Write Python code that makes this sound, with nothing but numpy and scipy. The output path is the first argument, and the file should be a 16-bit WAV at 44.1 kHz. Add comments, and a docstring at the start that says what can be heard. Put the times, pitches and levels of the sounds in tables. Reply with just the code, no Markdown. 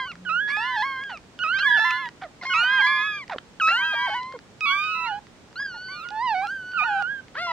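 """Thin, gliding squeals, two or three at once: newborn puppies on a blanket, a hand's width from a small
stereo camera. Each cry is a clean stack of overtones from the vocal folds, coloured by the mouth, and
now and then it breaks in pitch. Between and under the cries come brief grunts, rasping gasps of unevenly
flapping folds and wet mouth clicks. Behind them a quiet room rumbles and hisses, with a short, dull echo."""
import sys
import numpy as np
from scipy import signal
from scipy.fft import rfft, irfft, next_fast_len
from scipy.io import wavfile
from scipy.ndimage import uniform_filter1d

SR = 44100
rng = np.random.default_rng(int(sys.argv[2]) if len(sys.argv) > 2 else 0)


def int16_out(signal):
    """Quantize to a 16-bit WAV file."""
    q = np.round(np.clip(np.atleast_2d(signal).T, -1, 1) * 32767)
    wavfile.write(sys.argv[1], SR, q.astype(np.int16))


N = 331632


def undb(db):
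    return 10 ** (np.asarray(db) / 20)


def eq_curve(hz, table):
    """Gain in dB at hz, on straight lines between (f/Hz, level/dB) points along a log axis."""
    points_hz, db = np.transpose(table)
    return np.interp(np.log(hz + 1), np.log(points_hz), db)


def wobble(n, hold_s):
    """Smooth random modulation with a spread near 1."""
    hold = max(int(hold_s * SR), 2)
    steps = np.repeat(rng.standard_normal(n // hold + 1), hold)[:n]
    return 1.2 * uniform_filter1d(steps, hold)


def ring(x, hz, *widths_hz):
    """A resonance at hz, one pass for each bandwidth given."""
    for width_hz in widths_hz:
        x = signal.lfilter(*signal.iirpeak(hz, hz / width_hz, SR), x)
    return x


def lowpass(x, top_hz):
    return signal.lfilter(*signal.butter(2, top_hz, fs=SR), x)


def place(track, start_s, sound):
    start = int(start_s * SR)
    n = min(sound.shape[-1], N - start)
    track[:, start:start + n] += sound[..., :n]


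# Tone of the room bed: f/Hz, relative level/dB
ROOM_SPECTRUM = [(18, -44.5), (30, -13.5), (165, -5.5), (287, -8.5), (437, -11), (913, -17), (7090, -31.5),
                 (10500, -39.5), (16000, -53)]


def room_tone(level_db=-51.5):
    """Rumble mostly shared by both microphone ports, widening into hiss of their own."""
    n = next_fast_len(N)
    hz = np.arange(n // 2 + 1) * SR / n
    mid, side = rfft(rng.standard_normal((2, n))) * undb(eq_curve(hz, ROOM_SPECTRUM))
    side = side * np.clip(0.29 + hz / 3000, 0, 1)
    bed = irfft([mid + side, mid - side], n)[:, :N] * undb([[-.7], [.7]])
    return bed / bed.mean(0).std() * undb(level_db)


# Breakpoints of the hum: t/s, f/Hz, level/dB
HUM_SWELL = [(0.1, 161.3, -59), (0.222, 184.2, -46), (0.4, 172, -57)]


def hum():
    """A faint low sine swells once near the start."""
    times, hz, db = np.transpose(HUM_SWELL)
    t = np.arange(N) / SR
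    tone = np.sin(2 * np.pi * np.cumsum(np.interp(t, times, hz)) / SR)
    return np.sqrt(2) * tone * undb(np.interp(t, times, db, left=-120, right=-120))


def room_echo(x, send_db=-27, t60_s=0.23):
    """Short, dull reflections, with a separate tail on each side."""
    t = np.arange(int(.3 * SR)) / SR
    tail = rng.standard_normal((2, len(t))) * np.exp(-np.log(1000) * t / t60_s) * (t > .004)
    tail = ring(tail, 1600, 2000)
    tail = tail / np.sqrt(np.sum(tail ** 2) / 2)
    return undb(send_db) * signal.fftconvolve(x, tail, axes=1)[:, :N]


# Cues for tongue and lips: t/s, peak level before panning/dB, mouth resonance f/Hz
MOUTH_CLICKS = [(0.117, -31, 2200), (0.155, -31.5, 1780), (0.568, -23, 2000), (1.038, -29.5, 2607),
                (1.174, -30, 2780), (1.39, -29.5, 2580), (1.908, -15.5, 2320), (2.057, -27.5, 2590),
                (2.089, -25.5, 1800), (2.468, -23, 1800), (3.28, -31.5, 2200), (3.789, -30, 3000),
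                (4.232, -30, 3740), (4.324, -28.5, 1500), (4.39, -28.5, 1600), (4.608, -21, 2560),
                (4.84, -29, 2600), (5.269, -36.5, 1590), (5.529, -36.5, 1200), (5.778, -40, 3000),
                (6.088, -26, 2970), (6.105, -29, 3520), (6.471, -25.5, 3170), (6.719, -36, 2600),
                (7.024, -26.5, 2000), (7.283, -36, 2000)]


def mouth_clicks():
    """Wet snaps: a sharp crack with a millisecond of noise, rung by two hollows of the mouth."""
    track = np.zeros((2, N))
    i = np.arange(int(.008 * SR))
    for start_s, db, mouth_hz in MOUTH_CLICKS:
        crack = (rng.standard_normal(len(i)) + 3 * (i < 3)) * np.exp(-i / SR / 0.0012)
        large_hollow = ring(crack, mouth_hz, 0.49 * mouth_hz, mouth_hz)
        small_hollow = ring(crack, 4600, 1200, 2400)
        snap = lowpass(large_hollow + undb(-5.5) * small_hollow, 5700)
        place(track, start_s, snap / np.abs(snap).max() * undb(db))
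    return track


# Cues for hoarse gasps: t/s, length/s, level before fade and panning/dB, throat f/Hz,
# chest over throat/dB, flap rate/Hz
HOARSE_GASPS = [(0.487, 0.016, -38, 4500, 7, 514), (0.512, 0.0099, -37, 4600, 5, 602),
                (0.772, 0.024, -46, 4300, -4, 830), (0.804, 0.016, -43, 4300, -2, 828),
                (1.09, 0.044, -41, 2970, 8, 398), (1.588, 0.014, -28.5, 4220, 3, 603),
                (1.773, 0.027, -39, 4630, -3, 725), (2.214, 0.032, -38.5, 2940, 10, 450),
                (2.425, 0.033, -38, 4200, 3, 701), (2.795, 0.072, -46, 4470, -5.5, 900),
                (3.295, 0.0095, -33.5, 3260, 11, 698), (3.31, 0.034, -33, 3300, 13, 450),
                (3.3822, 0.0061, -27.5, 2960, 1.5, 599), (3.665, 0.055, -41, 4200, -12, 617),
                (3.93, 0.027, -43, 4000, 3, 598), (4.075, 0.055, -46, 4540, -1, 700),
                (7.345, 0.074, -41, 2970, 7, 396.5)]


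def rasps(chest_hz=1550):
    """Uneven flaps of the folds, each a sharp pulse with a little air, ring throat and chest and fade."""
    track = np.zeros((2, N))
    for start_s, length_s, db, throat_hz, chest_db, flap_hz in HOARSE_GASPS:
        n = int(length_s * SR)
        cycles = np.cumsum(flap_hz * undb(2.5 * wobble(n, .002))) / SR + rng.random()
        pulses = np.diff(np.floor(cycles), prepend=0) * undb(3.5 * rng.standard_normal(n))
        air = .3 * rng.standard_normal(n) * np.exp(-(cycles % 1) / .2)
        throat = ring(pulses + air, throat_hz, 0.35 * throat_hz, 0.35 * throat_hz)
        chest = ring(pulses + air, chest_hz, 1200, 1200)
        gasp = lowpass(throat / throat.std() + undb(chest_db) * chest / chest.std(), 4800)
        progress = np.arange(n) / n
        envelope = np.sin(np.pi * progress) ** 0.26 * undb(db - 4 * progress)
        place(track, start_s, gasp / gasp.std() * envelope)
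    return track


# Cracks in the voice: puppy, t/s, lead-in/s, hold/s, pitch ratio, second harmonic boost/dB
VOICE_BREAKS = [("high", 0.25, 0, 0.04, 1.145, 0.5), ("low", 0.775, 0.01824, 0.047, 0.86, 4.8),
                ("high", 1.39, 0, 0.046, 1.165, 3.9), ("low", 1.79, 0.024, 0.00406, 0.73, 4.8),
                ("middle", 1.909, 0.014, 0.003, 0.92, 7.8), ("middle", 2.427, 0.002, 0.024, 0.68, -4.5),
                ("high", 2.495, 0, 0.041, 1.165, 0.1), ("low", 2.635, 0.02, 0.006, 0.76, 3),
                ("low", 2.808, 0.03, 0.01, 0.85, 0.1), ("middle", 2.824, 0.024, 0.042, 0.87, 0.1),
                ("low", 3.942, 0.022, 0.006, 0.65, 0.1), ("low", 4.093, 0.024, 0.005, 0.7, 0.1),
                ("high", 4.609, 0, 0.047, 1.135, 2.4), ("high", 6.795, 0.0241, 0.045, 0.92, 14.4),
                ("low", 6.824, 0.024, 0.01, 0.78, -4)]


def voice_breaks(t, puppy, snap_s=0.004):
    """The voice slips off its glide and snaps back; gives pitch ratio and second harmonic boost in dB."""
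    ratio, boost_db = np.ones(len(t)), 0
    for name, at_s, slip_s, hold_s, full_ratio, full_db in VOICE_BREAKS:
        if name == puppy:
            depth = np.interp(t, [at_s - slip_s, at_s, at_s + hold_s, at_s + hold_s + snap_s], [0, 1, 1, 0])
            ratio = ratio * full_ratio ** depth
            boost_db = boost_db + full_db * depth
    return ratio, boost_db


# Passing mouth shapes, each a bell EQ: puppy, start t/s, end t/s, centre f/Hz, gain/dB
MOUTH_SHAPES = [("middle", 1.62, 1.78, 4900, -11.5), ("high", 4.66, 4.74, 3400, 8.6),
                ("low", 6.11, 6.25, 2500, -7.5), ("low", 6.25, 6.33, 2900, 7)]


def mouth_shape_db(t, hz, puppy, width_octaves=0.26, fade_s=0.015):
    """The mouth changes shape and lifts or mutes an overtone that glides near its centre frequency."""
    db = 0
    for name, start_s, end_s, centre_hz, gain_db in MOUTH_SHAPES:
        if name == puppy:
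            depth = np.clip(np.minimum(t - start_s, end_s - t) / fade_s + .5, 0, 1)
            db = db + gain_db * depth * np.exp(-(np.log2(hz / centre_hz) / width_octaves) ** 2)
    return db


# Each mouth favours the fundamental near its resonance. Per puppy: pitch f/Hz, overtone gain/dB
MOUTH_BALANCE = {"high": [(1000, -2), (1130, -1.5), (1260, 0), (1420, -2.5), (1550, -7), (1680, -11.5),
                 (1760, -9.5)], "middle": [(600, 4), (850, 1), (1100, 2.5), (1300, -0.5), (1450, -4),
                 (1600, -11), (1750, -10)], "low": [(500, 1), (650, 4), (800, -2), (900, 2.2), (1030, 0.5),
                 (1200, -1.5)]}
# Roll-off above the second harmonic. Per puppy: f/Hz, relative level/dB
OVERTONE_ROLLOFF = {"high": [(3000, -10.5), (4500, -11.5), (5600, -19.5), (7000, -25), (10000, -35),
                    (13500, -37.5), (16000, -46)], "middle": [(1500, 7.5), (3000, -14.5), (4500, -11),
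                    (5600, -21.5), (7000, -30.5), (10000, -33.5), (13500, -41.5), (16000, -52)],
                    "low": [(1500, 9.5), (3000, -9.5), (4300, -9.5), (5600, -21), (7000, -35.5),
                    (10000, -35.5), (13500, -33.5), (16000, -44.5)]}


def voice(puppy, pan_db, second_db, third_db, tilt_db, step_db, opening_db, glide):
    """Vibrating folds sound 21 harmonics along a pitch glide, and the mouth sets their balance."""
    times, glide_hz, glide_db = np.transpose(glide)
    t = np.arange(times[0], times[-1], 1 / SR)
    n = len(t)
    break_ratio, break_db = voice_breaks(t, puppy)
    curves = np.interp(t, times, glide_hz) * break_ratio, np.interp(t, times, glide_db)
    hz, db = (uniform_filter1d(curve, int(.003 * SR), mode="nearest") for curve in curves)
    sunk_db = db.max() - db  # as a cry sinks, its second harmonic stands out and its top rounds off
    overtones_db = second_db + eq_curve(hz, MOUTH_BALANCE[puppy]) + 0.23 * sunk_db + break_db
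    overtones_db = overtones_db + opening_db * np.linspace(-.5, .5, n)

    # the folds go slack and uneven where the pitch sags and in very short calls
    is_brief = times[-1] - times[0] < .08
    slack = np.clip((.8 - hz / np.median(hz)) * 4 + .6 * is_brief, 0, 1)
    hz = hz * (1 + 0.0036 * wobble(n, .006) + .06 * slack * wobble(n, .0015))
    side = np.array([[.5], [-.5]])
    left_lead_s = 2e-5 * (pan_db + 3.5)  # the sound reaches one port a little sooner
    cycles = np.cumsum(hz) / SR + rng.random() + side * hz * left_lead_s

    stack = np.cos(2 * np.pi * cycles)
    rolloff, shimmer_db = OVERTONE_ROLLOFF[puppy], 0.3
    for k in range(2, 22):
        harmonic_db = overtones_db + shimmer_db * wobble(n, 0.015)
        if k > 2:
            harmonic_db += third_db + tilt_db * (k - 3) + step_db * (k > 3)
            harmonic_db += eq_curve(k * hz, rolloff) - eq_curve(3 * np.median(hz), rolloff)
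            harmonic_db -= (0.16 + 0.027 * (k - 2)) * sunk_db
            harmonic_db -= 0.76 * break_db  # a break's boost stays mostly on the second harmonic
            harmonic_db += mouth_shape_db(t, k * hz, puppy)
            harmonic_db += 3 * wobble(n, 0.0398) + 1.6 * wobble(n, .006)  # the treble flickers
        stack += undb(harmonic_db) * (k * hz < .4 * SR) * np.cos(2 * np.pi * k * cycles - 0.5 * k)
    stack *= 1 + .5 * slack * np.cos(np.pi * cycles)  # slack folds beat strong, weak

    fades = np.clip(np.minimum((t - times[0]) / 0.0002, (times[-1] - t) / 0.0027), 0, 1)
    flutter_db = (shimmer_db + 5 * slack) * wobble(n, .003)
    rattle_db = 2.5 * (t > 5.58) * (t < 5.675) * wobble(n, 0.00575)  # any voice sounding from 5.58 to 5.675 s rattles: a whine as it starts, and a grunt
    return np.sqrt(2) * stack * fades * undb(db + flutter_db + rattle_db + side * pan_db)


# Cues for grunts: t/s, length/s, opening f/Hz, f/Hz at the peak, closing f/Hz, fundamental level/dB,
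# pan (left minus right)/dB
BRIEF_GRUNTS = [(1.095, 0.066, 1042, 900, 582, -39, -5.7), (2.221, 0.054, 738, 785, 542, -36, -3.5),
                (3.297, 0.01, 1040, 1010, 820, -29, -1), (3.309, 0.06, 905, 778, 420, -32.5, -3),
                (4.339, 0.04, 558, 512, 420, -37, -2), (5.6, 0.027, 1010, 1085, 1180, -44.5, -6),
                (5.742, 0.047, 950, 910, 780, -43.5, -5.6)]


def grunts(peak_share=0.2, hold_share=0.51):
    """Tiny cries in the low voice that swell slightly, hold and drop away."""
    track = np.zeros((2, N))
    for start_s, length_s, first_hz, peak_hz, last_hz, db, pan_db in BRIEF_GRUNTS:
        held_hz = peak_hz + (last_hz - peak_hz) * (hold_share - peak_share) / (1 - peak_share)
        glide = [(start_s, first_hz, db - 0.5),
                 (start_s + peak_share * length_s, peak_hz, db),
                 (start_s + hold_share * length_s, held_hz, db),
                 (start_s + length_s, last_hz, db - 13.5)]
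        grunt = voice("low", pan_db, second_db=-11.5, third_db=-12, tilt_db=-1, step_db=0,
                      opening_db=-8, glide=glide)
        place(track, start_s, grunt)
    return track


# Cues for squeals, with their base tone before mouth and loudness shape it: puppy,
# pan (left minus right)/dB, second harmonic over fundamental/dB, third over second/dB,
# tilt per higher harmonic/dB, step above the third/dB, overtone rise from start to end/dB,
# glide of (t/s, f/Hz, fundamental level/dB)
SQUEALS = [ ("high", -2.1, 1.5, -14, -1.5, 0.1, -3.9, [(0.0, 1632, -31.5), (0.068, 1540, -38.5),
           (0.112, 1378, -38.5), (0.142, 927, -61)]),
           ("low", -2.7, -8, -17, 0.5, 0.1, -9, [(0.0, 1054, -29.5), (0.048, 1006, -36.5),
           (0.082, 1195, -42)]), ("high", -7, -7.5, -23, 0.44, 0.1, 3, [(0.25, 1440, -42.5),
           (0.266, 1283, -31), (0.302, 1270, -26), (0.394, 1510, -22.5), (0.418, 1671, -26.5),
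           (0.557, 1694, -26), (0.609, 1725, -31), (0.775, 1746, -37), (0.855, 1626, -36)]),
           ("middle", -2.2, 0.94, -17.5, 0, 0.1, -6, [(0.47, 835, -55), (0.506, 1103, -40.5),
           (0.55, 1211, -37), (0.67, 1453, -35.5), (0.745, 1563, -37.5), (0.83, 1646, -36.5),
           (0.877, 1608, -35.5), (0.977, 1578, -35), (1.041, 1662, -34), (1.085, 1600, -36.5),
           (1.14, 1380, -39.5), (1.184, 1140, -50.5)]),
           ("low", -2.4, -5.5, -15.5, 0, 0.1, 0.93, [(0.57, 825, -32), (0.682, 1051, -30.5),
           (0.755, 968, -29), (0.83, 1006, -25), (0.861, 1108, -28.7), (1.001, 1035, -39),
           (1.037, 1107, -45)]), ("high", -6, -6.5, -22, 0.66, 0.1, 0.8, [(1.39, 1336, -37.5),
           (1.398, 1214, -34.5), (1.434, 1282, -24), (1.47, 1254, -26.5), (1.546, 1571, -22),
           (1.586, 1552, -27.5), (1.677, 1716, -24.5), (1.725, 1692, -18), (1.773, 1729, -18.5),
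           (1.889, 1747, -25), (2.068, 1695, -38), (2.098, 1390, -60)]),
           ("middle", -1.3, -5, -3.5, 0.1, -2, -9.5, [(1.53, 1004, -54), (1.606, 1384, -32),
           (1.642, 1616, -21), (1.678, 1734, -18.5), (1.761, 1548, -27.5), (1.785, 1327, -34),
           (1.885, 1372, -31.5), (1.925, 1415, -31.5), (1.969, 1467, -36), (2.067, 1220, -55)]),
           ("low", -2.65, -5, -15.5, 0.6, 0.1, -2.2, [(1.625, 1247, -36), (1.689, 987, -30),
           (1.765, 936, -34), (1.84, 880, -30.5), (1.852, 1024, -25), (1.96, 1013, -31),
           (2.008, 1080, -34.5), (2.072, 943, -34.5), (2.094, 980, -49)]),
           ("middle", -0.57, 1, -16, 0.32, 0.1, 0.12, [(2.413, 1041, -46), (2.457, 1063, -35),
           (2.533, 1081, -33), (2.605, 1213, -38), (2.768, 1262, -42), (2.804, 1205, -35.5),
           (2.85, 1168, -28.5), (2.89, 1170, -32), (2.948, 1186, -35.5), (3.068, 1284, -35.5),
           (3.207, 1160, -42.5), (3.245, 940, -52)]),
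           ("high", -4.5, -2.3, -22.5, 0, 0.1, 0.1, [(2.495, 1406, -37), (2.507, 1258, -27.5),
           (2.551, 1258, -22), (2.607, 1416, -21), (2.722, 1628, -21.5), (2.802, 1573, -18.5),
           (2.862, 1682, -20), (3.094, 1698, -27.5), (3.177, 1637, -38.5), (3.193, 1500, -49)]),
           ("low", -1.35, -5.5, -15.5, 0.5, 0.1, -2, [(2.545, 975, -35), (2.621, 910, -39.5),
           (2.665, 973, -38.5), (2.741, 1042, -29), (2.824, 982, -33.5), (2.87, 1017, -28),
           (2.92, 1079, -26.5), (3.008, 1024, -31.5), (3.076, 1164, -40.5)]),
           ("high", -1.3, -1, -19.5, 0.75, 2, 4.4, [(3.599, 1613, -27), (3.619, 1264, -22),
           (3.687, 1302, -19), (3.719, 1386, -21), (3.759, 1400, -24), (3.783, 1539, -24),
           (3.834, 1590, -24), (4.018, 1615, -27), (4.182, 1478, -39), (4.206, 1426, -51)]),
           ("middle", 0.89, 1.4, -14, -1.3, 0.1, 0.1, [(3.675, 521, -50), (3.723, 793, -35.5),
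           (3.8, 1085, -37.5), (3.855, 1348, -38), (3.978, 1148, -39.5), (4.1, 1096, -39.5),
           (4.175, 1103, -45.5), (4.226, 917, -58)]),
           ("low", -1.5, -10.5, -12.5, 0, 0.1, 0.093, [(3.79, 996, -33), (3.84, 945, -35),
           (3.914, 1000, -43), (3.958, 937, -34), (4.053, 1007, -25.5), (4.068, 968, -29.5),
           (4.105, 851, -32), (4.133, 818, -28.5), (4.153, 981, -27.5), (4.367, 1074, -44.5)]),
           ("high", -6.5, 0, -14, 1, -8, -7, [(4.609, 1130, -40), (4.617, 1105, -37), (4.653, 1127, -28.5),
           (4.665, 1138, -26.5), (4.717, 1115, -26), (4.844, 1246, -30.5), (5.048, 1336, -31.5),
           (5.12, 1477, -36.5), (5.172, 1506, -46)]),
           ("middle", 0.38, 0, -6, 0, -3, 3.1, [(4.665, 1360, -38), (4.685, 1353, -31),
           (4.733, 1575, -27.5), (4.761, 1604, -33), (4.793, 1570, -38), (4.92, 1449, -39),
           (5.03, 1316, -49), (5.09, 970, -51.5)]),
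           ("low", -6, -12.5, -15.5, 0.44, 0.1, -3, [(4.95, 1021, -42.5), (5.054, 973, -31.5),
           (5.13, 800, -29), (5.193, 840, -37)]),
           ("middle", -1.85, -9.5, 7, -9.5, 0.2, 1, [(5.557, 1340, -40.5), (5.593, 1618, -29.5),
           (5.629, 1687, -28), (5.689, 1550, -36), (5.735, 1405, -39), (5.832, 1497, -38.5),
           (5.928, 1505, -36.5), (6.0, 1377, -43.5), (6.045, 1150, -51), (6.076, 933, -51)]),
           ("high", -7.5, -7.5, -14.5, 1, 0.1, -18, [(5.885, 1035, -48.5), (5.917, 1145, -47),
           (6.001, 1243, -41), (6.053, 1420, -36.5), (6.081, 1436, -37.5), (6.178, 1450, -54)]),
           ("low", -5.5, -11.5, -9, -0.8, 0.5, 6.1, [(6.107, 802, -41), (6.123, 848, -35),
           (6.191, 885, -27.5), (6.247, 1040, -25), (6.334, 823, -23.5), (6.354, 735, -25.5),
           (6.41, 758, -27), (6.45, 829, -27), (6.474, 792, -39)]),
           ("middle", -2.6, -12.5, -4.5, 1.74, 0.1, 4.4, [(6.415, 1015, -46.5), (6.451, 1340, -37),
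           (6.479, 1363, -32.5), (6.507, 1543, -29), (6.535, 1600, -31), (6.634, 1476, -37.5),
           (6.774, 1515, -33.5), (6.842, 1453, -36), (6.886, 1460, -36.5), (6.99, 1305, -42.5),
           (7.03, 1140, -45)]), ("high", -8, -14.5, -13, -1.7, 0.1, -2.5, [(6.735, 1438, -36),
           (6.775, 1398, -25), (6.815, 1290, -25.5), (6.871, 1496, -28), (6.92, 1502, -31.5),
           (6.958, 1550, -29), (7.0, 1497, -27.5), (7.042, 1399, -29), (7.122, 1662, -29.5),
           (7.212, 1527, -42)]), ("low", -1.2, -9, -12, -1.6, 0.1, 0.1, [(6.8, 963, -38.5),
           (6.824, 933, -34), (6.848, 943, -34.5), (6.9, 834, -25.5), (6.972, 778, -25), (7.012, 819, -28),
           (7.027, 775, -28.5)]), ("middle", 0.44, 2, -3, -0.25, -1.5, 0.1, [(7.352, 444, -60),
           (7.384, 637, -39.5), (7.424, 719, -36), (7.52, 661, -38.5)]),
           ("low", -1.9, -13.5, -9, -1.5, 0.1, 0.1, [(7.468, 1070, -35), (7.48, 1008, -31.5),
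           (7.52, 956, -26.5)]), ]


def squeals():
    """The lead layer: a high, a middle and a low puppy cry over one another."""
    track = np.zeros((2, N))
    for *settings, glide in SQUEALS:
        place(track, glide[0][0], voice(*settings, glide))
    return track


def scene():
    """The litter up close, its echo and the room bed behind."""
    lean_right = undb([[-1.5], [1.5]])
    litter = squeals() + grunts() + lean_right * (rasps() + mouth_clicks())
    return litter + room_echo(litter) + room_tone() + hum()


def record(dry, notch_hz=11260, notch_width_hz=3860, top_hz=15900):
    """A band of treble around 11 kHz is hollowed out; the top is cut steeply."""
    notched = signal.lfilter(*signal.iirnotch(notch_hz, notch_hz / notch_width_hz, SR), dry)
    return signal.sosfilt(signal.ellip(10, .2, 80, top_hz, fs=SR, output="sos"), notched)


dry = scene()
out = record(dry)
int16_out(out)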